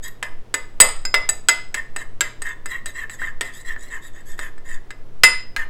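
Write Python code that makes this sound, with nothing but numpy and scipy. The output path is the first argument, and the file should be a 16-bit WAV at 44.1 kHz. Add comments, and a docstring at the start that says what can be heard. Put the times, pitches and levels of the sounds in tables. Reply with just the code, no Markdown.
"""Beating an egg

A metal spoon beats an egg in a small ceramic bowl on a stone counter, close to the microphone.
Each clink on the wall is a crack plus the ringing of spoon and bowl; between clinks the spoon
scrapes round the glaze through the egg. Counter and small kitchen echo it over a faint
appliance hum. The hardest clinks overload the microphone."""
import sys
import numpy as np
from scipy import signal
from scipy.fft import rfft, irfft
from scipy.io import wavfile
from scipy.ndimage import uniform_filter1d

SR = 44100
rng = np.random.default_rng(int(sys.argv[2]) if len(sys.argv) > 2 else 0)


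def master(y):
    """Save y as 16-bit WAV."""
    cut = np.clip(np.atleast_2d(y).T, -1, 1)
    pcm = np.round(cut * 32767)  # scale
    wavfile.write(sys.argv[1], SR, pcm.astype(np.int16))


N = 250929
T = np.arange(N) / SR
BRIEF_T = T[:SR // 8]


def undb(db):
    """Decibels to gain."""
    return 10 ** (np.asarray(db) / 20)


def unit(x):
    """Scale to rms 1."""
    return x / np.sqrt(np.mean(x ** 2))


def unit_attack(x):
    """Scale to rms 1 over the first 15 ms."""
    return x / np.sqrt(np.mean(x[:660] ** 2))


def decay(t, t60_s):
    """Exponential fall, 60 dB in t60_s."""
    return np.exp(-np.log(1000) * t / t60_s)


def add(track, start_s, x):
    """Mix a sound into a track."""
    i = max(int(start_s * SR), 0)
    track[i:i + len(x)] += x[:max(N - i, 0)]


def colour(x, spectrum):
    """Filter by (f/Hz, level/dB) points."""
    hz, db = np.transpose(spectrum)
    f = np.maximum(np.fft.rfftfreq(2 * len(x), 1 / SR), 1)
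    gain = undb(np.interp(np.log(f), np.log(hz), db))
    return irfft(rfft(x, 2 * len(x)) * gain)[:len(x)]


def walk(rate_hz, size):
    """Smooth random drift, spread near 1."""
    step = max(int(SR / rate_hz), 1)
    stairs = np.repeat(rng.standard_normal(size // step + 1), step)
    return 1.2 * uniform_filter1d(stairs, step)[:size]


# Room air, rumble: f/Hz, relative density/dB
AIR_SPECTRUM = [(100, -38), (170, -7), (335, -7), (437, -6.5), (569, -11.5), (650, -11.5), (846, -17),
                (966, -16), (15500, -44)]
RUMBLE_SPECTRUM = [(1, -2.5), (6, 0), (9, 1), (14, -9.5), (20, -20.5), (35, -30), (55, -38), (80, -45),
                   (150, -42.5), (300, -70), (1000, -120)]
# Appliance hum: f/Hz, level/dB
HUM_TONES = [(84.5, -56.5), (120, -55.5)]


def background(air_db=-51.5, rumble_db=-25):
    """Room air, a wavering appliance hum and a mostly subsonic rumble."""
    air = undb(air_db) * unit(colour(rng.standard_normal(N), AIR_SPECTRUM))
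    hum = 0
    for hz, db in HUM_TONES:
        gain = undb(db + 2 * walk(2.5, N))
        hum += gain * unit(np.sin(2 * np.pi * hz * T + 0.3 * walk(8.3, N)))
    rumble = undb(rumble_db) * unit(colour(rng.standard_normal(N), RUMBLE_SPECTRUM))
    return air + hum + rumble


# Room tail: f/Hz, t60/s, relative level/dB
ROOM_BANDS = [(250, 0.24, 6.5), (625, 0.33, 6.5), (1620, 0.38, -6.5), (3630, 0.39, -6.5), (8000, 0.32, -10),
              (12490, 0.22, 0), (15200, 0.026, -4.5)]


def kitchen_echo(x, slap_s=0.0049, slap_db=-9, tail_db=-9, build_s=0.0014):
    """Direct sound, one reflection off the counter and the diffuse tail of a small hard room."""
    t = T[:int(SR * .6)]
    noise = rfft(rng.standard_normal(len(t)))
    f = np.maximum(np.fft.rfftfreq(len(t), 1 / SR), 1)
    hz, t60s, dbs = np.transpose(ROOM_BANDS)
    tail = 0
    for share, t60_s, db in zip(np.eye(len(hz)), t60s, dbs):
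        band = irfft(noise * np.interp(np.log(f), np.log(hz), share), len(t))
        tail += undb(db) * band * decay(t, t60_s)
    tail *= 1 - np.exp(-(t / build_s) ** 2)
    response = undb(tail_db) * tail / np.sqrt(np.sum(tail ** 2))
    response[0] += 1
    response[int(slap_s * SR)] += undb(slap_db)
    return signal.fftconvolve(x, response)[:N]


def rub(modes, bend, grip_db, grip_hz, detune, patchy_db):
    """Uneven slips of steel on glaze drive resonances that bend and swell as the contact moves."""
    size = len(bend)
    friction = rng.standard_normal(size) * undb(grip_db * walk(grip_hz, size))
    out = 0
    for hz, width_hz, db, share in modes:
        pitch_hz = hz * (1 + share * (bend + detune * rng.standard_normal()))
        carrier = np.exp(2j * np.pi * np.cumsum(pitch_hz) / SR)
        lowpass = signal.butter(2, width_hz / 2, fs=SR)
        band = np.real(carrier * signal.lfilter(*lowpass, friction / carrier))
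        out += undb(db + patchy_db * walk(27.2, size)) * band
    return unit(out)


# Rubbed stem: f/Hz, width/Hz, relative level/dB, share of bend
GROAN_MODES = [(1849, 185, 1.5, 0.78), (1082, 113, -12.5, 0.58), (1319, 80, -14.5, 0.69),
               (2088, 55, -6, 0.0081), (2703, 104, -17.5, 0.9), (3150, 130, -18.5, 0.69),
               (4000, 77, -37, 0.74)]


def stem_groan(bend):
    """Friction drives the stem's resonances."""
    return rub(GROAN_MODES, bend, grip_db=2.2, grip_hz=260, detune=0.0057, patchy_db=1)


# Rubbed scoop edge: f/Hz, width/Hz, relative level/dB, share of bend
HISS_MODES = [(3374, 73, -2, 1), (3826, 180, 3.5, 1.48), (4910, 230, -6, 0.58), (5700, 640, -13.5, 0.8),
              (6640, 110, -4, 0.1), (7210, 250, 0.5, 1.2), (7830, 200, 5.5, 0.28),
              (7900, 2300, -11.5, 0.092), (9610, 480, -12, 0.23), (9620, 340, -10.5, 0.59),
              (11770, 410, -6.5, 0.5), (12600, 420, -15, 0.17), (13500, 550, -20, 0.83),
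              (14800, 600, -16, .5)]
# Wet ticks: f/Hz, gain/dB
TICK_SPECTRUM = [(1000, -25), (3000, -6.5), (8000, -8), (13000, 0), (16000, -14)]


def edge_hiss(bend, ticks_per_s=70, tick_gain_db=15):
    """The scoop's edge hisses on the glaze; the film of egg ticks as it tears."""
    size = len(bend)
    hiss = rub(HISS_MODES, bend, grip_db=3.5, grip_hz=460, detune=0.013, patchy_db=3)
    tears = (rng.random(size) < ticks_per_s / SR) * rng.standard_normal(size)
    return hiss + undb(tick_gain_db) * colour(tears, TICK_SPECTRUM)


# Pushes through the egg: t/s, length/s, pressure/dB
PUSHES = [(0.233, 0.056, -36), (1.751, 0.064, -29.5), (1.976, 0.065, -33), (2.219, 0.081, -36),
          (2.432, 0.11, -29.5), (2.68, 0.12, -30.5), (2.937, 0.13, -30.5), (3.177, 0.14, -30),
          (3.417, 0.11, -37.5), (3.645, 0.11, -30.5), (3.895, 0.11, -34.5), (4.128, 0.11, -48),
          (4.372, 0.13, -35.5), (4.643, 0.15, -38.5), (5.566, 0.085, -29.5)]
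# Push hiss as the egg lubricates the edge: t/s, gain/dB
LUBRICATION = [(.26, -10), (1.78, -3.5), (2.0, 1.5), (2.25, -13), (2.48, 0), (3.25, -3.5), (4.7, -0.5),
               (5.6, -5)]
# Light swings back on the edge: t/s, length/s, relative pitch glide, hiss level/dB
RETURNS = [(.022, 0.087, 0.042, -37.5), (2.858, 0.063, -0.085, -40), (3.096, 0.072, -0.038, -41),
           (3.519, 0.13, 0.065, -45), (3.775, 0.15, 0.047, -46.5), (4.012, 0.1, -.04, -46.5),
           (4.25, 0.12, -0.11, -46.5)]


def strokes(push_glide=-.09):
    """Yield pushes, then returns; pitch sinks as egg loads the scoop and rises as it drains."""
    for start_s, length_s, pressure_db in PUSHES:
        grip_db = np.interp(start_s + length_s / 2, *np.transpose(LUBRICATION))
        hiss_db = -26.5 + 0.49 * pressure_db + grip_db
        yield start_s, length_s, push_glide, pressure_db + 1.5, hiss_db
    for start_s, length_s, glide, hiss_db in RETURNS:
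        yield start_s, length_s, glide, hiss_db + 0.5, hiss_db


# The deeper the spoon runs, the lower it sounds: t/s, relative pitch shift
DEPTH_BEND = [(.06, 0.027), (.26, -0.03), (1.8, 0.00067), (3.24, 0.0024), (3.55, 0.023), (3.95, 0.013),
              (4.06, -.02), (4.18, 0.0018), (4.3, -0.053), (4.44, -0.012), (4.7, -0.037), (5.6, -0.095)]


def scrapes(arch=0.029, wander=0.021):
    """Each stroke swells and fades: the edge hisses first, the stem groans as the spoon presses in."""
    out = np.zeros(N)
    for start_s, length_s, glide, groan_db, hiss_db in strokes():
        size = int(length_s * SR)
        along = np.linspace(0, 1, size)
        depth_bend = np.interp(start_s + length_s / 2, *np.transpose(DEPTH_BEND))
        bend = depth_bend + glide * (along - .5) - arch * (2 * along - 1) ** 2 + wander * walk(28, size)
        swell = np.sin(np.pi * along)
        early_swell = np.abs(np.sin(np.pi * along ** 0.74)) ** 1.22
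        add(out, start_s, undb(groan_db) * swell * stem_groan(bend))
        add(out, start_s, undb(hiss_db) * early_swell * edge_hiss(bend))
    return out


def ring(modes, t, stretch=1, skid_s=0, scatter_db=2, slur=0):
    """Decaying modes, weighted anew at each contact; a skidding edge sustains and slurs them."""
    out = 0
    for hz, db, t60_s in modes:
        gain = undb(db + scatter_db * rng.standard_normal())
        fade = decay(np.maximum(t - skid_s, 0), t60_s)
        pitch_hz = hz * stretch * (1 + slur * walk(400, len(t)))
        out += gain * fade * np.sin(2 * np.pi * np.cumsum(pitch_hz) / SR)
    return unit_attack(out)


# Bending modes of the wet spoon, main mode first: nominal f/Hz, relative level/dB, t60/s
STEM_MODES = [(1827, 11, 0.061), (1624, -6, 0.069), (1470, -9, 0.037), (1160, -20.5, .04)]
SCOOP_MODES = [(7833, 3, 0.033), (3834, -19, 0.05), (4830, -12, 0.035), (6796, -8, 0.027),
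               (6850, -18.5, 0.044), (6880, -16, .02), (8660, -15.5, 0.011), (9430, -15.5, 0.028),
               (9756, -27.5, 0.07), (12050, -24.5, .025), (12570, -20, 0.027), (14580, -39, .02)]


def spoon_ring(force_db, stem_hz, scoop_db, scoop_hz=8014, skid_doubling_db=13.5):
    """Stem and scoop ring, retuned by grip and depth; a harder-struck scoop skids longer."""
    stem_stretch = stem_hz / STEM_MODES[0][0]
    scoop_stretch = scoop_hz / SCOOP_MODES[0][0] * stem_stretch ** .5
    skid_s = .013 * 2 ** (scoop_db / skid_doubling_db)
    stem = ring(STEM_MODES, BRIEF_T, stem_stretch, skid_s / 2, slur=0.024)
    scoop = ring(SCOOP_MODES, BRIEF_T, scoop_stretch, skid_s, scatter_db=0.5, slur=.014)
    return undb(-7.5 + 0.71 * force_db) * stem + undb(scoop_db) * scoop


# Mid-stroke catches: t/s, level/dB
CATCHES = [(3.2179, -26.5), (3.7627, -31.5)]


def catches(stem_hz=1740):
    """The spoon sticks on the glaze and slips free; only its stem rings."""
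    out = np.zeros(N)
    for start_s, db in CATCHES:
        stem = ring(STEM_MODES, BRIEF_T, stem_hz / STEM_MODES[0][0], skid_s=0.0034, slur=0.032)
        add(out, start_s, undb(db) * stem)
    return out


# Bowl modes, struck on the wall and near the rim: f/Hz, relative level/dB, t60/s
WALL_MODES = [(2042, 0, .24), (2020, -11, .16), (2628, -14, .2), (3677, -17, .15), (1330, -22, .18)]
RIM_MODES = [(5034, 0, .33), (5024, -5, .2), (5065, 1, .05), (6640, -19, .19), (7172, -11, .19),
             (8920, -12, .23), (9400, -19, .17), (9860, -20, .17), (11520, -21, .17)]


def bowl_ring(force_db, height, rise_s=0.00053):
    """The wall rings most when struck halfway up, clear of the egg; the rim when struck at the top."""
    t = T[:SR // 2]
    wall_db = -10.5 + 1.034 * force_db + 8.5 * np.sin(np.pi * height)
    rim_db = -19 + force_db + 35.5 * height
    tilt_db_per_octave = rim_db + 10  # harder blows are shorter, so brighter
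    tilted = [(hz, db + tilt_db_per_octave * np.log2(hz / RIM_MODES[0][0]), t60_s)
              for hz, db, t60_s in RIM_MODES]
    wall = undb(wall_db) * ring(WALL_MODES, t, scatter_db=1.5, slur=.005)
    rim = undb(rim_db) * ring(tilted, t, scatter_db=1.5, slur=.002)
    return (1 - np.exp(-t / rise_s)) * (wall + rim)


# Dull crack of a blow: f/Hz, relative density/dB
CRACK_SPECTRUM = [(80, -52), (170, -40), (260, -14), (420, -7), (800, -13), (1400, 1.5), (2700, -3.5),
                  (3800, -8), (5800, -17), (9500, -16), (11000, -25.5), (16000, -27.5)]


def crack(height, touch_s=0.00081, rattle_t60_s=0.056, centre_hz=3000, rim_db_per_octave=5.5):
    """A sharp first touch and a dying rattle; towards the rim the band narrows round centre_hz."""
    envelope = undb(6) * np.exp(-BRIEF_T / touch_s) + decay(BRIEF_T, rattle_t60_s)
    spectrum = [(hz, db - rim_db_per_octave * height * abs(np.log2(hz / centre_hz)))
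                for hz, db in CRACK_SPECTRUM]
    return unit_attack(colour(rng.standard_normal(len(BRIEF_T)) * envelope, spectrum))


# Blows: t/s, force/dB, stem f/Hz, scoop level/dB, height on the wall (0-1)
CLINKS = [ (0.2276, -26, 1704, -36.5, 0), (0.5416, -21.5, 1778, -20, 0), (0.802, -7.5, 1796, 1.5, 0.09),
          (1.052, -33, 1567, -28.5, 0.81), (1.142, -15.5, 1730, -29.5, 0.4), (1.291, -28, 1768, -13.5, .03),
          (1.4863, -11.5, 1718, -11.5, 0.26), (1.7432, -25.5, 1746, -26.5, 0.05),
          (1.963, -33.5, 1787, -29.5, 0), (2.208, -18.5, 1645, -18, 0), (2.42, -37.5, 1780, -29.5, 0.1),
          (2.659, -37.5, 1760, -33.5, 0.25), (2.8589, -35, 1783, -30, 0.08), (3.097, -40.5, 1810, -42, 0),
          (3.41, -25, 1850, -27.5, 0.01), (3.612, -71, 1790, -47, 0), (4.392, -34, 1787, -39.5, 0),
          (4.58, -56, 1770, -58, 0.25), (4.906, -39, 1714, -46, 0.1), (5.2352, -5, 1751, -16.5, .47),
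          (5.5636, -25.5, 1624, -57, 0)]


def clinks():
    """Spoon hits bowl: a crack, a short ring of steel and a longer ring of ceramic."""
    out = np.zeros(N)
    for start_s, force_db, stem_hz, scoop_db, height in CLINKS:
        add(out, start_s, undb(force_db) * crack(height))
        add(out, start_s, spoon_ring(force_db, stem_hz, scoop_db))
        add(out, start_s, bowl_ring(force_db, height))
    return out


def scene():
    """Spoon and bowl in the kitchen, mono."""
    beating = clinks() + catches() + scrapes()
    return (kitchen_echo(beating) + background())[None]


def record(dry):
    """Clip at full scale, then cut the top."""
    top_hz = 15900
    lowpass = signal.ellip(8, .2, 70, top_hz, fs=SR, output="sos")
    return signal.sosfilt(lowpass, np.clip(dry, -1, 1))


dry = scene()
out = record(dry)
master(out)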